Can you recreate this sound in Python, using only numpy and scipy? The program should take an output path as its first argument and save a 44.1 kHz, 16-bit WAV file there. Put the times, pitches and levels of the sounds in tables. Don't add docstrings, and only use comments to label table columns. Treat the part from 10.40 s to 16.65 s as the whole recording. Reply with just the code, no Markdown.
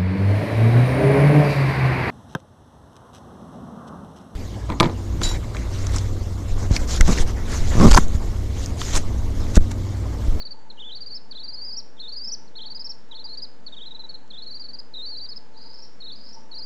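import sys
import numpy as np
from scipy import signal
from scipy.io import wavfile

SR = 44100
rng = np.random.default_rng(int(sys.argv[2]) if len(sys.argv) > 2 else 0)


def volts_from_decibels(level):
    exponent = np.asarray(level, float) / 20
    return 10 ** exponent


def inscribe(sig):
    pcm = np.round(np.clip(np.atleast_2d(sig).T, -1, 1) * 32767)
    wavfile.write(sys.argv[1], SR, pcm.astype(np.int16))


N = 275625

# start_s, level_db at the middle pitch, slope [dB per kHz], first_swing_db, lead_in after a break [ms]
TRILLS = [(0.0, -35.5, -2.5, 0, 10), (0.301, -38.5, -8, -2.5, 5), (0.369, -37.5, 3, -14.5, 12),
          (0.911, -37.5, 4.5, 1, 16), (1.568, -36.5, 4.5, -18, 12), (2.077, -50.5, -1, -3, 5),
          (2.154, -38, 4.5, -1, 14), (2.712, -38.5, 7.5, 3, 12), (3.264, -36.5, 5, 0, 7),
          (3.904, -38.5, 4.5, -1, 11), (4.538, -36, -.6, -0.5, 12), (5.135, -38.5, 4.5, -11.5, 17),
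          (5.604, -39, 4.5, -2, 18), (6.114, -39, 2, -1, 10)]
# crest_s, crest_hz, dip_hz, dip_sag_db
LINKED = [(0.365, 3310, 2870, -8.5), (0.408, 3670, 2950, 3.5), (0.454, 3480, 3440, -1),
          (0.484, 3540, 3050, 1.5), (0.527, 4030, 3620, 4), (0.672, 4787, 4170, 11.5),
          (0.721, 4706, 4380, 2.5), (0.912, 4600, 3080, 22), (0.963, 4186, 3440, 2.5),
          (1.003, 4326, 3740, 6.5), (1.093, 4794, 4120, 13), (1.142, 4990, 4220, 8.5),
          (1.184, 4577, 4310, 4), (1.221, 4774, 4610, 4), (1.257, 5058, 4690, 3.5),
          (1.294, 4947, 4470, 4), (1.336, 5077, 4360, 9), (1.572, 3660, 3210, -7),
          (1.607, 4302, 3500, 5.5), (1.647, 3760, 3490, 3), (1.691, 4418, 3990, 9.5),
          (1.732, 4712, 4180, 7), (1.778, 4984, 4480, 6), (1.819, 4760, 4780, 5.5),
          (1.849, 5190, 4800, 7), (1.886, 5500, 4350, 11.5), (2.171, 4365, 3070, 2),
          (2.224, 4210, 3150, 8),
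          (2.713, 3940, 3080, 9), (2.76, 4360, 3460, 8), (2.853, 4860, 3850, 14), (2.9, 4330, 4080, 1),
               (3.373, 3804, 3030, 9.5), (3.426, 3810, 3200, 7), (3.901, 4350, 3200, 14),
               (3.944, 3660, 3290, 3), (3.989, 4110, 3460, 10), (4.03, 4400, 3810, 14.5),
               (4.075, 4360, 3930, 6), (4.117, 4610, 4050, 6), (4.532, 4330, 3730, 1),
               (4.569, 4010, 3740, 1.5), (4.595, 3770, 3660, 3), (4.631, 4200, 4000, 0.5),
               (4.67, 4630, 4390, 2), (4.703, 4680, 4220, 4), (4.741, 4380, 3930, 3.5),
               (4.778, 4780, 3900, 5), (4.821, 4600, 4590, 0), (4.899, 5090, 4300, 6),
          (5.137, 4416, 3870, -6.5), (5.179, 4870, 3977, 8), (5.224, 5020, 3946, 6),
                  (5.609, 4340, 3740, 0), (5.648, 4347, 3690, 3), (5.688, 4210, 3480, 2.5),
                  (5.727, 4577, 3953, 4), (6.118, 4360, 3850, 3.5), (6.154, 4720, 4120, 0.5),
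                  (6.192, 5020, 4156, 2.5)]
# crest_s, crest_hz, last_hz, fall_ms
BROKEN = [(0.014, 4643, 3770, 21), (0.06, 4612, 3820, 21), (0.117, 4659, 4110, 16.9),
          (0.298, 4310, 3466, 19), (0.561, 4640, 3890, 28), (0.617, 4773, 4000, 27),
          (0.76, 5305, 3878, 22), (1.043, 4745, 3950, 27), (1.381, 5685, 4000, 26),
          (1.93, 5980, 4280, 22), (2.074, 4490, 3940, 14), (2.266, 4502, 3700, 23),
          (2.314, 4660, 3940, 21), (2.36, 4995, 3870, 24), (2.407, 5145, 4060, 20),
          (2.457, 5486, 4060, 21), (2.505, 5503, 4070, 20), (2.803, 4250, 3710, 22),
          (2.937, 4493, 3790, 23), (2.984, 4808, 3780, 23), (3.031, 5020, 3870, 25),
          (3.265, 4510, 3460, 25), (3.33, 3746, 3050, 22), (3.468, 4156, 3650, 22),
          (3.515, 3870, 3500, 16), (3.554, 4020, 3570, 16), (3.6, 4110, 3700, 24),
          (3.644, 4010, 3720, 17), (3.698, 4423, 3750, 19), (3.747, 4213, 3700, 13),
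          (4.157, 4750, 3880, 25), (4.206, 4820, 3970, 27), (4.25, 4500, 3930, 20),
               (4.296, 4600, 4010, 19), (4.343, 4830, 4030, 19), (4.398, 5030, 3960, 8),
               (4.848, 4760, 3720, 20), (4.922, 4490, 3770, 15), (4.972, 5180, 3940, 10),
               (5.264, 4980, 3900, 18), (5.307, 5050, 3900, 16), (5.346, 5300, 3960, 24),
               (5.392, 5330, 4000, 19), (5.432, 5600, 3850, 20), (5.766, 5050, 4000, 24),
               (5.81, 4900, 4090, 15), (5.852, 5220, 3950, 22), (5.893, 5320, 4000, 21),
               (5.941, 5800, 4050, 16), (6.234, 4880, 4300, 21)]
MIDDLE_HZ = 4500
DIP_SHARE, DIP_LEAN = .54, .25
BREAK_SHARE, BREAK_SAG_DB = .7, 19


def phrasing():
    linked = np.array(LINKED)
    broken = np.array(BROKEN)
    rows = np.vstack([linked, broken])
    order = np.argsort(rows[:, 0])
    crest_s, crest_hz, low_hz, last = rows[order].T
    breaks = order >= len(linked)

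    trills = np.array(TRILLS)
    trill = np.searchsorted(trills[:, 0], crest_s + .02) - 1
    onset_s, db, slope_db, first_db, lead_ms = trills[trill].T
    first = np.diff(trill, prepend=-1) > 0
    crest_db = db + slope_db * (crest_hz - MIDDLE_HZ) / 1000 + first * first_db

    gap = np.diff(crest_s, append=crest_s[-1] + 1)
    fall = np.abs(crest_hz - low_hz)
    climb = np.abs(np.roll(crest_hz, -1) - low_hz)
    share = DIP_SHARE + DIP_LEAN * (fall / (fall + climb) - .5)
    whole_fall_s = np.minimum(last / 1000 / BREAK_SHARE, .9 * gap)
    dip_s = crest_s + np.where(breaks, whole_fall_s, share * gap)
    fallen = (1 - np.cos(np.pi * BREAK_SHARE)) / 2
    dip_hz = np.where(breaks, crest_hz - (crest_hz - low_hz) / fallen, low_hz)
    dip_db = crest_db - np.where(breaks, BREAK_SAG_DB, last)

    opens = np.r_[True, breaks[:-1]]
    starts = np.where(first, onset_s, crest_s - lead_ms / 1000)[opens]
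    stops = (crest_s + last / 1000)[breaks]
    spans = zip(starts, stops, crest_s[opens], crest_hz[opens], crest_db[opens])
    pairs = (crest_s, dip_s), (crest_hz, dip_hz), (crest_db, dip_db)
    return [np.c_[pair].ravel() for pair in pairs], spans


ONSET_S, OFFSET_S = 0.0038, 0.0031
ONSET_SAG_DB = 4.5
CLIMB_HZ = 2.7
SNAP = .35
OCTAVE_DB, SHIMMER_DB, JITTER_HZ, RASP_DB = -33, 1.0, 15, -31


def swift():
    t = np.arange(N) / SR
    (times, pitches, levels), spans = phrasing()
    steps = np.arange(len(times))
    place = np.interp(t, times, steps)
    step, part = np.floor(place), place % 1
    climbing = step % 2
    glide = (1 - np.cos(np.pi * part)) / 2
    glide += SNAP * climbing * (1 - (1 - part) ** 2 - glide)
    pitch = np.interp(step + glide, steps, pitches)
    level_glide = np.where(climbing == 0, glide ** 2, 1 - (1 - glide) ** 2)
    level_db = np.interp(step + level_glide, steps, levels)

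    gate = np.zeros(N)
    for start, stop, crest_s, crest_hz, crest_db in spans:
        span = slice(max(int((start - ONSET_S) * SR), 0), int((stop + OFFSET_S) * SR))
        edge = np.minimum((t[span] - start) / ONSET_S + .5, (stop - t[span]) / OFFSET_S + .5)
        gate[span] = np.maximum(gate[span], np.sin(np.pi / 2 * np.clip(edge, 0, 1)) ** 2)
        rise = slice(span.start, max(int(crest_s * SR), 0))
        pitch[rise] = crest_hz - CLIMB_HZ * (1000 * (crest_s - t[rise])) ** 2
        level_db[rise] = crest_db - ONSET_SAG_DB * (crest_hz - pitch[rise]) / 1000

    phase = 2 * np.pi * np.cumsum(pitch + JITTER_HZ * drift(150)) / SR
    level = gate * volts_from_decibels(level_db + SHIMMER_DB * drift(52))
    level *= 1 + volts_from_decibels(RASP_DB) * drift(900) * volts_from_decibels(5 * drift(30))
    return np.sqrt(2) * level * (np.sin(phase) + volts_from_decibels(OCTAVE_DB) * np.sin(2 * phase))


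# start_s, stop_s
TURNS = [
    (5.07, 5.54),
    (5.75, 6.05),
]
TURN_DB, TURN_S = -13.5, .04


def facing():
    return volts_from_decibels(TURN_DB * sum(plateau(start, stop, TURN_S) for start, stop in TURNS))


# delay_s, level_db
HAND_ECHOES = [
    (.0011, -40.5),
    (.0027, -29),
]


def hand(x):
    n = np.arange(N)
    return x + sum(volts_from_decibels(db) * np.interp(n - lag_s * SR, n, x, left=0) for lag_s, db in HAND_ECHOES)


SCATTER_T60_S, SCATTER_DB = .035, -13.5


def scatter(x):
    t = np.arange(2205) / SR
    sparse = rng.random(len(t)) < .03
    paths = rng.standard_normal(len(t)) * sparse * volts_from_decibels(-60 * t / SCATTER_T60_S)
    return volts_from_decibels(SCATTER_DB) * signal.fftconvolve(x, paths / np.sqrt(np.sum(paths ** 2)))[:N]


ROOM_T60_S, ROOM_DB, ROOM_GAP_S = 0.46, -16, 0.0068
WALL_S, WALL_DB = 0.029, -31


def room(x):
    t = np.arange(SR) / SR
    build_up = np.clip(t / ROOM_GAP_S - .5, 0, 1)
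    tail = rng.standard_normal(SR) * volts_from_decibels(-60 * t / ROOM_T60_S) * build_up
    tail *= volts_from_decibels(ROOM_DB) / np.sqrt(np.sum(tail ** 2))
    tail[round(WALL_S * SR)] += volts_from_decibels(WALL_DB)
    return signal.fftconvolve(x, tail)[:N]


# start_s, peak_db
TICKS = [(.3255, -59), (.571, -59), (.6735, -57), (1.23, -60), (2.2425, -61), (2.4365, -61), (2.542, -57),
         (2.689, -61), (2.896, -59), (2.951, -58), (3.667, -59), (3.878, -57), (4.042, -60), (4.076, -58),
         (4.131, -62), (5.333, -56), (5.854, -61), (5.895, -60)]


def ticks():
    out = np.zeros(N)
    s, db = np.transpose(TICKS)
    out[np.round(s * SR).astype(int)] = volts_from_decibels(db + 25) * rng.choice([-1, 1], len(s))
    return signal.sosfilt(signal.butter(2, 2500, "high", fs=SR, output="sos"), out)


# pitch_hz, width_hz, level_db (rms)
DUCT = [(213.4, 18, -64), (263, 50, -63), (586.4, 34, -70.5), (1695, 210, -70.5)]
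# pitch_hz, level_db (rms)
HUM = [(457.5, -66), (476, -69), (532, -69.5)]
# start_s, stop_s, gain_db
SWELLS = [(0.1, 0.453, 8), (1.05, 1.4, 4), (1.85, 2.6, 5.5), (2.708, 2.98, 8), (3.148, 3.305, 4),
          (3.453, 3.904, 4), (4.347, 4.498, 4.5), (4.988, 5.402, 7), (5.92, 6.203, 8.5)]
DRONE_HZ, DRONE_WIDTH_HZ = 888, 95
DRONE_DB, SWELL_S = -67.5, 0.095


def fan():
    out = sum(volts_from_decibels(db) * resonant_noise(hz, width) for hz, width, db in DUCT)
    for hz, db in HUM:
        phase = 2 * np.pi * np.cumsum(hz + 2.45 * drift(4)) / SR
        out = out + np.sqrt(2) * volts_from_decibels(db + 1.9 * drift(5)) * np.sin(phase)
    swell_db = DRONE_DB + sum(db * plateau(start, stop, SWELL_S) for start, stop, db in SWELLS)
    drone = resonant_noise(DRONE_HZ, DRONE_WIDTH_HZ, order=2)
    return out + volts_from_decibels(swell_db + 3.0 * drift(18)) * drone


# pitch_hz, level_db (per Hz)
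AIR = [(25, -19), (45, -4), (90, -2.5), (170, 0.5), (310, -1), (420, -3), (700, -5), (1150, -11.5),
       (1750, -6), (2050, -23.5), (2900, -15.5), (6500, -25.5), (8500, -20.5)]
AIR_DB = -54.5


def air():
    out = 0
    edges = 25 * 2 ** np.arange(0, 9, .5)
    white = rng.standard_normal((2, N + SR))
    hz, db = np.transpose(AIR)
    for k, (low, high) in enumerate(zip(edges, edges[1:])):
        sos = signal.butter(2, [low, high], "band", fs=SR, output="sos")
        band = signal.sosfilt(sos, white[k % 2])[SR:]
        band_db = np.interp(np.log(low * high) / 2, np.log(hz), db)
        out = out + band * volts_from_decibels(band_db + 0.7 * drift(10.0))
    return volts_from_decibels(AIR_DB - 1.63) * rms_one(out)


# pitch_hz, level_db (rms)
WHINE = [(6223, -89), (6667, -91), (7364, -88)]


def whine():
    t = np.arange(N) / SR
    return sum(np.sqrt(2) * volts_from_decibels(db) * np.sin(2 * np.pi * hz * t) for hz, db in WHINE)


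def rms_one(x):
    return x / np.sqrt(np.mean(x ** 2) + 1e-20)


def drift(rate_hz):
    r = np.exp(-2 * np.pi * rate_hz / SR)
    return rms_one(signal.lfilter([1], [1, -2 * r, r * r], rng.standard_normal(N + SR))[SR:])


def resonant_noise(hz, width_hz, order=1):
    r = np.exp(-np.pi * width_hz / SR)
    x = rng.standard_normal(N + SR)
    for _ in range(order):
        x = signal.lfilter([1, 0, -1], [1, -2 * r * np.cos(2 * np.pi * hz / SR), r * r], x)
    return rms_one(x[SR:])


def plateau(start, stop, edge_s):
    t = np.arange(N) / SR
    return np.clip(np.minimum(t - start, stop - t) / edge_s + .5, 0, 1)


def scene():
    bird, toward = swift(), facing()
    near = toward * hand(bird) + scatter((1 - toward) * bird)
    return (near + room(bird) + ticks() + fan() + air())[None]


def top_cut(x):
    return signal.sosfilt(signal.butter(12, 8250, fs=SR, output="sos"), x)


OFFSET = -.0352
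CUTOFF_HZ = 7600


def record(dry):
    low_pass = signal.butter(32, CUTOFF_HZ, fs=SR, output="sos")
    mix = signal.sosfilt(low_pass, dry + whine()) + OFFSET
    return top_cut(mix)


dry = scene()
out = record(dry)
inscribe(out)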